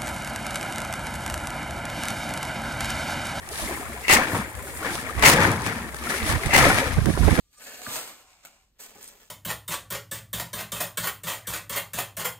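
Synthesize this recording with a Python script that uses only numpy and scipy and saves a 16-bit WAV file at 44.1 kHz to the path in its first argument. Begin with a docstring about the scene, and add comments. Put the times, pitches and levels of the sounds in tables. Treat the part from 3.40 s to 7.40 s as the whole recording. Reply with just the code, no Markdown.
"""A big plastic tarp is shaken three times by its edge, close to a phone in an open paddock.
Each shake pulls the sheet taut: the stiff hem rattles and creases snap over in a burst of crackle.
Around the shakes the sheet billows with a hollow flop, rustles and hisses as it slides over itself.
Puffs of air buffet the microphone ports, mostly the right one, over the low rumble of a light wind."""
import sys
import numpy as np
from scipy import signal
from scipy.fft import rfft, irfft
from scipy.io import wavfile
from scipy.ndimage import uniform_filter1d

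SR = 44100
rng = np.random.default_rng(int(sys.argv[2]) if len(sys.argv) > 2 else 0)


def transcribe(u):
    """Save the signal u as a 16-bit wav file named by the first command-line argument.

    u: samples, shape (n,) or (channels, n), limited to [-1, 1]; the rate is SR.
    q: integer samples, one column per channel.
    """
    v = np.clip(np.atleast_2d(u).T, -1, 1)
    q = np.round(v * 32767).astype(np.int16)
    wavfile.write(sys.argv[1], SR, q)


N = 176400
PORT_SPREAD_S = .00011  # spread of left-right arrival lags across the wide sheet


def undb(db):
    """Decibels to gain."""
    return 10 ** (np.asarray(db) / 20)


def unit(x):
    """Scale to rms 1."""
    return x / np.sqrt(np.mean(x ** 2) + 1e-18)


def fader(rows):
    """Gain ride through (time [s], level [dB]) points."""
    times, db = np.array(rows).T
    return undb(np.interp(np.arange(N) / SR, times, db))


def swell(t, peak, half_width):
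    """Bell-shaped fade in and out."""
    return np.exp(-.5 * ((t - peak) / half_width) ** 2)


def strike(t, start, decay_s):
    """Instant attack, exponential tail."""
    return (t >= start) * np.exp(-np.minimum(np.abs(t - start) / decay_s, 20))


def eq(x, points, amount=1):
    """Minimum-phase EQ through (frequency [Hz], gain [dB]) points; amount scales the decibels."""
    hz, db = np.array(points).T
    size = 2 * N
    bins_hz = np.maximum(np.arange(N + 1) * SR / size, 1)
    gain = undb(amount * np.interp(np.log(bins_hz), np.log(hz), db))
    cepstrum = irfft(np.log(gain))
    cepstrum[1:N] *= 2  # folded forward, so nothing rings ahead of a click
    cepstrum[N + 1:] = 0
    return irfft(rfft(x, size) * np.exp(rfft(cepstrum)))[..., :N]


def flicker(rate_hz):
    """Smooth random modulation, rms 1."""
    hold = max(int(SR / rate_hz), 1)
    steps = rng.standard_normal(2000)[np.arange(N) // hold % 2000]
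    return unit(uniform_filter1d(uniform_filter1d(steps, hold), hold))


def crinkle(per_s, spread_db, ring_s, lag_s, patches=10):
    """Tiny buckles: each patch of sheet has its own short ring, each click its own lag between ports."""
    out = np.zeros((2, N))
    age = np.arange(1024) / SR
    for _ in range(patches):
        chance, size, place = rng.random(N), rng.standard_normal(N), rng.standard_normal(N)
        at = np.flatnonzero(chance < per_s / patches / SR)
        push = undb(spread_db * np.clip(size[at], -2, 2)) * (-1) ** at
        left_lag = np.round((lag_s + PORT_SPREAD_S * place[at]) * SR).astype(int)
        clicks = np.array([np.bincount((at + left_lag) % N, push, N), np.bincount(at, push, N)])
        ring = unit(rng.standard_normal(len(age)) * np.exp(-age / ring_s))
        out += signal.oaconvolve(clicks, ring[None], axes=1)[:, :N]
    return out


# bass-heavy tone of the wind bed (frequency [Hz], gain [dB])
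WIND_EQ = [(20, -39), (30, -25), (40, -23), (50, -18), (62, 1), (85, -6.5), (130, -13), (250, -24),
           (600, -22), (1500, -28), (4000, -50), (16000, -55)]


def wind(level_db=-42, swell_db=-1):
    """A light breeze lays a low rumble underneath, partly alike on both ports."""
    air = rng.standard_normal((2, N)) + .7 * rng.standard_normal(N)
    return undb(level_db) * unit(eq(air, WIND_EQ) * undb(swell_db * flicker(9.71)))


# movement of the sheet, the ride for both rustle and panel pops (time [s], relative level [dB])
MOTION_RIDE = [(0, -45), (.12, -39), (.32, -32), (.45, -37), (.52, -37.5), (.66, -41), (.77, -18),
               (.81, -24), (.88, -29.5), (.94, -29), (1.01, -31.5), (1.07, -40), (1.37, -40), (1.45, -29.5),
               (1.6, -35), (1.77, -35.5), (1.82, -29), (1.89, -16), (1.97, -19.5), (2.05, -18.5),
               (2.13, -31), (2.2, -36.5), (2.28, -29), (2.43, -34.5), (2.52, -42.5), (2.62, -38),
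               (2.7, -27.5), (2.8, -31.5), (2.92, -26), (2.99, -32.5), (3.1, -30), (3.19, -18), (3.27, -16),
               (3.36, -21.5), (3.41, -21.5), (3.47, -28.5), (3.62, -37.5), (3.78, -35.5), (3.9, -30),
               (4, -26)]
# warm, soft-topped tone of the rustle (frequency [Hz], gain [dB])
RUSTLE_EQ = [(40, -21), (130, -3.5), (280, -5), (520, -7.5), (850, -6.5), (1200, -6.5), (1800, -4),
             (2300, -5), (3000, -10.5), (5000, -18.5), (9000, -25.5), (16000, -34)]


def rustle(trim_db=-2.5):
    """Soft, dull buckling while the sheet moves and settles."""
    clicks = crinkle(per_s=1600, spread_db=1.5, ring_s=.0028, lag_s=.00015) * undb(1.6 * flicker(60))
    return fader(MOTION_RIDE) * undb(trim_db) * unit(eq(clicks, RUSTLE_EQ))


def panel_pops(per_s=330, low_hz=211.4, high_hz=2260, decay_cycles=7.9, trim_db=-3):
    """Taut panels between the folds pop over, each with a brief hollow pitch of its own."""
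    age = np.arange(8192) / SR
    out = np.zeros((2, N + len(age)))
    for when, pitch, size, place in rng.random((int(per_s * N / SR), 4)):
        hz = low_hz * (high_hz / low_hz) ** pitch
        lags = np.array([[(4 * place - 1) * PORT_SPREAD_S], [0]])
        cycles = hz * np.maximum(age - lags, 0)
        ring = np.sin(2 * np.pi * cycles) * np.exp(-cycles / decay_cycles)
        at = int(when * N)
        out[:, at:at + len(age)] += ring * np.sqrt(hz) * undb(14.2 * size ** 2)
    return fader(MOTION_RIDE) * undb(trim_db) * unit(out[:, :N])


# ride of the plastic-on-plastic hiss (time [s], level [dB])
SLIDE_RIDE = [(0, -58), (.09, -50), (.13, -37), (.2, -34.5), (.42, -45.5), (.47, -49.5), (.62, -47),
              (.85, -49), (.94, -37), (1.01, -41), (1.06, -64), (1.33, -46), (1.45, -42.5), (1.56, -36),
              (1.72, -49), (1.98, -31), (2.07, -33), (2.19, -43), (2.28, -36), (2.47, -51.5), (2.6, -44.5),
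              (2.71, -33), (2.84, -36.5), (2.89, -28), (2.96, -40.5), (3.1, -38.5), (3.25, -26.5),
              (3.4, -32), (3.5, -38.5), (3.65, -42), (3.86, -36.5), (4, -34.5)]
# thin, bright tone of that hiss (frequency [Hz], gain [dB])
SLIDE_EQ = [(300, -47), (2000, -7), (3600, 2), (5500, -1), (7000, -2.5), (9300, 1), (11000, -0.5),
            (13000, -7), (16000, -18.5)]


def slide(tick_db=-9.5):
    """The weave scrapes over itself in a very fine grain, with a few sharper ticks standing out."""
    scrape = crinkle(per_s=8200, spread_db=1.5, ring_s=.00049, lag_s=.0001) * undb(2.6 * flicker(70))
    ticks = crinkle(per_s=63, spread_db=4, ring_s=.00018, lag_s=.0001)
    friction = unit(scrape) + undb(tick_db) * unit(ticks)
    return fader(SLIDE_RIDE) * unit(eq(friction, SLIDE_EQ))


# ride of the high fizz (time [s], level [dB])
FIZZ_RIDE = [(0, -51.5), (.25, -38.5), (.55, -46), (.95, -41), (1.07, -46.5), (1.28, -39.5), (1.6, -44.5),
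             (2.2, -50), (2.5, -48), (2.7, -42), (3.65, -52.5), (4, -43)]
# airy tone of the fizz, all top end (frequency [Hz], gain [dB])
FIZZ_EQ = [(1000, -36), (5000, -31), (7000, -2.5), (8500, 0), (10500, -4.5), (13000, -10), (16000, -14)]


def fizz():
    """A faint high fizz carries on between the movements."""
    grains = crinkle(per_s=3000, spread_db=2, ring_s=.0006, lag_s=0, patches=8)
    return fader(FIZZ_RIDE) * undb(1.2 * flicker(39.5)) * unit(eq(grains, FIZZ_EQ))


# cues for the small creases (time [s], level [dB])
TICK_CUES = [(0.089, -26), (1.285, -36), (1.372, -31), (2.117, -19), (2.19, -32), (2.22, -25), (2.272, -25),
             (2.567, -30)]
# pin-sharp tone of their ticks (frequency [Hz], gain [dB])
TICK_EQ = [(1000, -38), (3500, -10), (6500, 3), (10000, 1), (12000, -13), (16000, -12)]


def crease_ticks(t, decay_s=.0012):
    """Small stiff creases tick, thin and bright."""
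    envelope = sum(undb(db) * strike(t, start, decay_s) for start, db in TICK_CUES)
    return envelope * unit(eq(rng.standard_normal((2, N)), TICK_EQ))


# cues for single creases snapping over (time [s], level [dB])
SNAP_CUES = [(0.0897, -31.5), (0.6392, -34), (0.682, -14), (0.6978, -13), (0.7493, -11), (0.769, -14),
             (1.1518, -31.5), (1.5537, -19.5), (1.795, -23), (1.825, -13), (2.0047, -18), (2.2641, -17.5),
             (2.5449, -25.5), (2.639, -26), (2.9242, -18.5), (3.0606, -20), (3.24, -19), (3.477, -26),
             (3.6577, -20)]
# mid-forward crack of a crease, for snaps and shakes alike (frequency [Hz], gain [dB])
CRACKLE_EQ = [(40, -7), (150, -11), (350, -2.5), (600, -2), (1000, -1), (1500, -2), (2200, 0), (3200, -6),
              (5000, -10), (9500, -11), (12500, -19.5), (16000, -19.5)]


def crease_snaps(t, decay_s=.0019):
    """Single stiff creases give way with a short crack."""
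    out = np.zeros((2, N))
    crack = eq(crinkle(per_s=13000, spread_db=-2, ring_s=.00027, lag_s=.0002, patches=4), CRACKLE_EQ)
    for start, db in SNAP_CUES:
        envelope = strike(t, start, decay_s)
        out += undb(db) * unit(envelope * crack) * np.sqrt(np.mean(envelope ** 2))
    return out


# cues for air hitting the ports
# (peak time [s], half width [s], level [dB], upper edge [Hz], left minus right [dB])
PUFF_CUES = [(.235, 0.018, -29.5, 69, -18), (1.17, 0.022, -35, 77.7, 19), (1.778, 0.012, -21, 95, -19),
             (1.84, 0.022, -27, 90.5, -6), (1.98, 0.047, -31, 110, -5), (2.07, 0.023, -28, 110, 3),
             (2.838, .01, -23, 111, -17), (2.932, 0.035, -19.5, 114, -17), (3.071, 0.0092, -17.5, 111, -12),
             (3.24, 0.09, -20.5, 114, -25), (3.53, 0.042, -21.5, 91, 12), (3.587, 0.0099, -10.5, 170, -26),
             (3.63, 0.018, -17, 111, -21), (3.674, 0.017, -15.5, 306, -41), (3.695, 0.012, -12, 240, -36),
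             (3.74, 0.025, -23, 129, -9), (3.777, 0.0022, -16.5, 587, -17), (3.828, 0.022, -10, 138, -20),
             (3.872, 0.046, -12, 108, -30), (3.885, 0.0072, -12, 556, -26), (3.929, .015, -15, 198, -28),
             (3.992, 0.0071, -9.5, 360, -26)]


def air_puffs(t, low_hz=45):
    """Eddies thump the microphone ports; the faster ones reach higher in frequency."""
    out = np.zeros((2, N))
    for peak, half_width, db, edge_hz, pan_db in PUFF_CUES:
        band = signal.butter(2, [low_hz, edge_hz], "band", fs=SR, output="sos")
        envelope = swell(t, peak, half_width)
        eddy = signal.sosfilt(band, rng.standard_normal(N)) * envelope
        port_gains = undb(db + np.minimum([[pan_db], [-pan_db]], 0))
        out += port_gains * eddy * np.sqrt(np.sum(envelope ** 2) / np.sum(eddy ** 2))
    return out


# cues for pulls on the stiff hem (peak time [s], half width [s], level [dB])
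HEM_CUES = [(.648, .012, -38), (0.685, 0.0024, -24), (0.716, 0.021, -16), (0.769, 0.0067, -23),
            (1.805, 0.018, -40), (1.858, 0.017, -16.5), (2.8, .08, -38), (3.118, 0.012, -28),
            (3.154, 0.012, -17.5)]
# creaky upper-mid resonances of the hem (frequency [Hz], gain [dB])
HEM_EQ = [(200, -41), (1200, -32), (1750, -8.5), (2050, 4.5), (2350, -5.5), (2700, 1.5), (3300, -23),
          (4300, -19), (6000, -18), (16000, -31)]


def hem_rattle(t):
    """The doubled edge buckles under the pull in a rattle of short bright rings."""
    pull = sum(undb(db) * swell(t, peak, half_width) for peak, half_width, db in HEM_CUES)
    rattle = crinkle(per_s=1500, spread_db=2, ring_s=.003, lag_s=.00036, patches=4)
    return pull * unit(eq(rattle, HEM_EQ))


# cues for surges of crackle, two or three to a shake, as the sheet pulls taut
# (time [s], hold [s], level [dB], release [s], attack [s], treble shelf [dB])
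SHAKE_CUES = [(0.695, 0.015, -15, 0.0089, 0.0068, -1.5), (0.715, 0.038, -19.5, 0.02, .008, 6.5),
              (1.826, 0.016, -13, 0.021, 0.0048, -4.5), (1.857, 0.032, -14.5, 0.013, 0.015, 7.5),
              (1.907, 0.032, -21, .006, 0.0094, 4), (3.143, 0.034, -17.5, 0.036, 0.014, 1),
              (3.182, .012, -28.5, .008, .008, 7.5)]


def shakes(t):
    """A wave whips through the sheet and creases snap in dense clusters, brightest at the crest."""
    out = np.zeros((2, N))
    clicks = crinkle(per_s=3000, spread_db=2, ring_s=.0024, lag_s=.0003) * undb(2.7 * flicker(160))
    crackle = unit(eq(clicks, CRACKLE_EQ))
    for hit, hold, db, release, attack, treble_db in SHAKE_CUES:
        rise = np.clip((t - hit) / attack + 1, 0, 1)
        fall = np.exp(-np.maximum(t - hit - hold, 0) / release)
        out += undb(db) * rise * fall * eq(crackle, [(2000, 0), (7000, treble_db)])
    return out


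# cues for the sheet bellying out (peak time [s], half width [s], level [dB], hollow pitch [Hz])
BILLOW_CUES = [(.755, 0.027, -26.5, 360), (0.947, .022, -24, 337), (1.005, 0.018, -29, 237),
               (1.89, 0.019, -26.5, 348), (2.02, 0.1, -22, 394), (2.3, .13, -35, 255),
               (3.26, 0.055, -33.5, 268)]
# dark, full body of the big folds (frequency [Hz], gain [dB])
BILLOW_EQ = [(40, -40), (100, 8), (220, 2.5), (380, -9), (600, -6.5), (900, 2), (2000, -10), (16000, -86)]


def billows(t, hollow_db=12):
    """Large folds flop over; the pocket of air under each gives it a hollow pitch."""
    out = np.zeros((2, N))
    flops = eq(crinkle(per_s=330, spread_db=1, ring_s=.0069, lag_s=.00008), BILLOW_EQ)
    for peak, half_width, db, hz in BILLOW_CUES:
        pocket = signal.lfilter(*signal.iirpeak(hz, Q=3.5, fs=SR), flops)
        out += undb(db) * swell(t, peak, half_width) * unit(flops + undb(hollow_db) * pocket)
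    return out


# tonal contrast of the ports, partly added left and subtracted right (frequency [Hz], gain [dB])
PORT_EQ = [(60, 3.5), (400, 0.5), (750, 1), (1250, 5), (1800, 7), (2300, 5.5), (2800, -0.5), (3500, 1.5),
           (4600, -2.5), (7000, 0), (11000, 0), (15000, 2.5)]


def scene():
    """The mix: the tarp through two differently coloured ports, with the wind on top."""
    t = np.arange(N) / SR
    left, right = (shakes(t) + hem_rattle(t) + rustle() + panel_pops() + slide() + fizz()
                   + billows(t) + crease_snaps(t) + crease_ticks(t))
    tarp = np.array([eq(left, PORT_EQ, amount=.71), eq(right, PORT_EQ, amount=-.51)])
    return tarp + air_puffs(t) + wind()


def record(dry):
    """The phone soft-clips the loudest peaks and cuts the top."""
    ceiling, top_hz = 1.15, 16000
    rounded = dry / (1 + (dry / ceiling) ** 4) ** (1 / 4)
    high_cut = signal.ellip(10, .1, 90, top_hz, fs=SR, output="sos")
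    return signal.sosfilt(high_cut, rounded)


dry = scene()
out = record(dry)
transcribe(out)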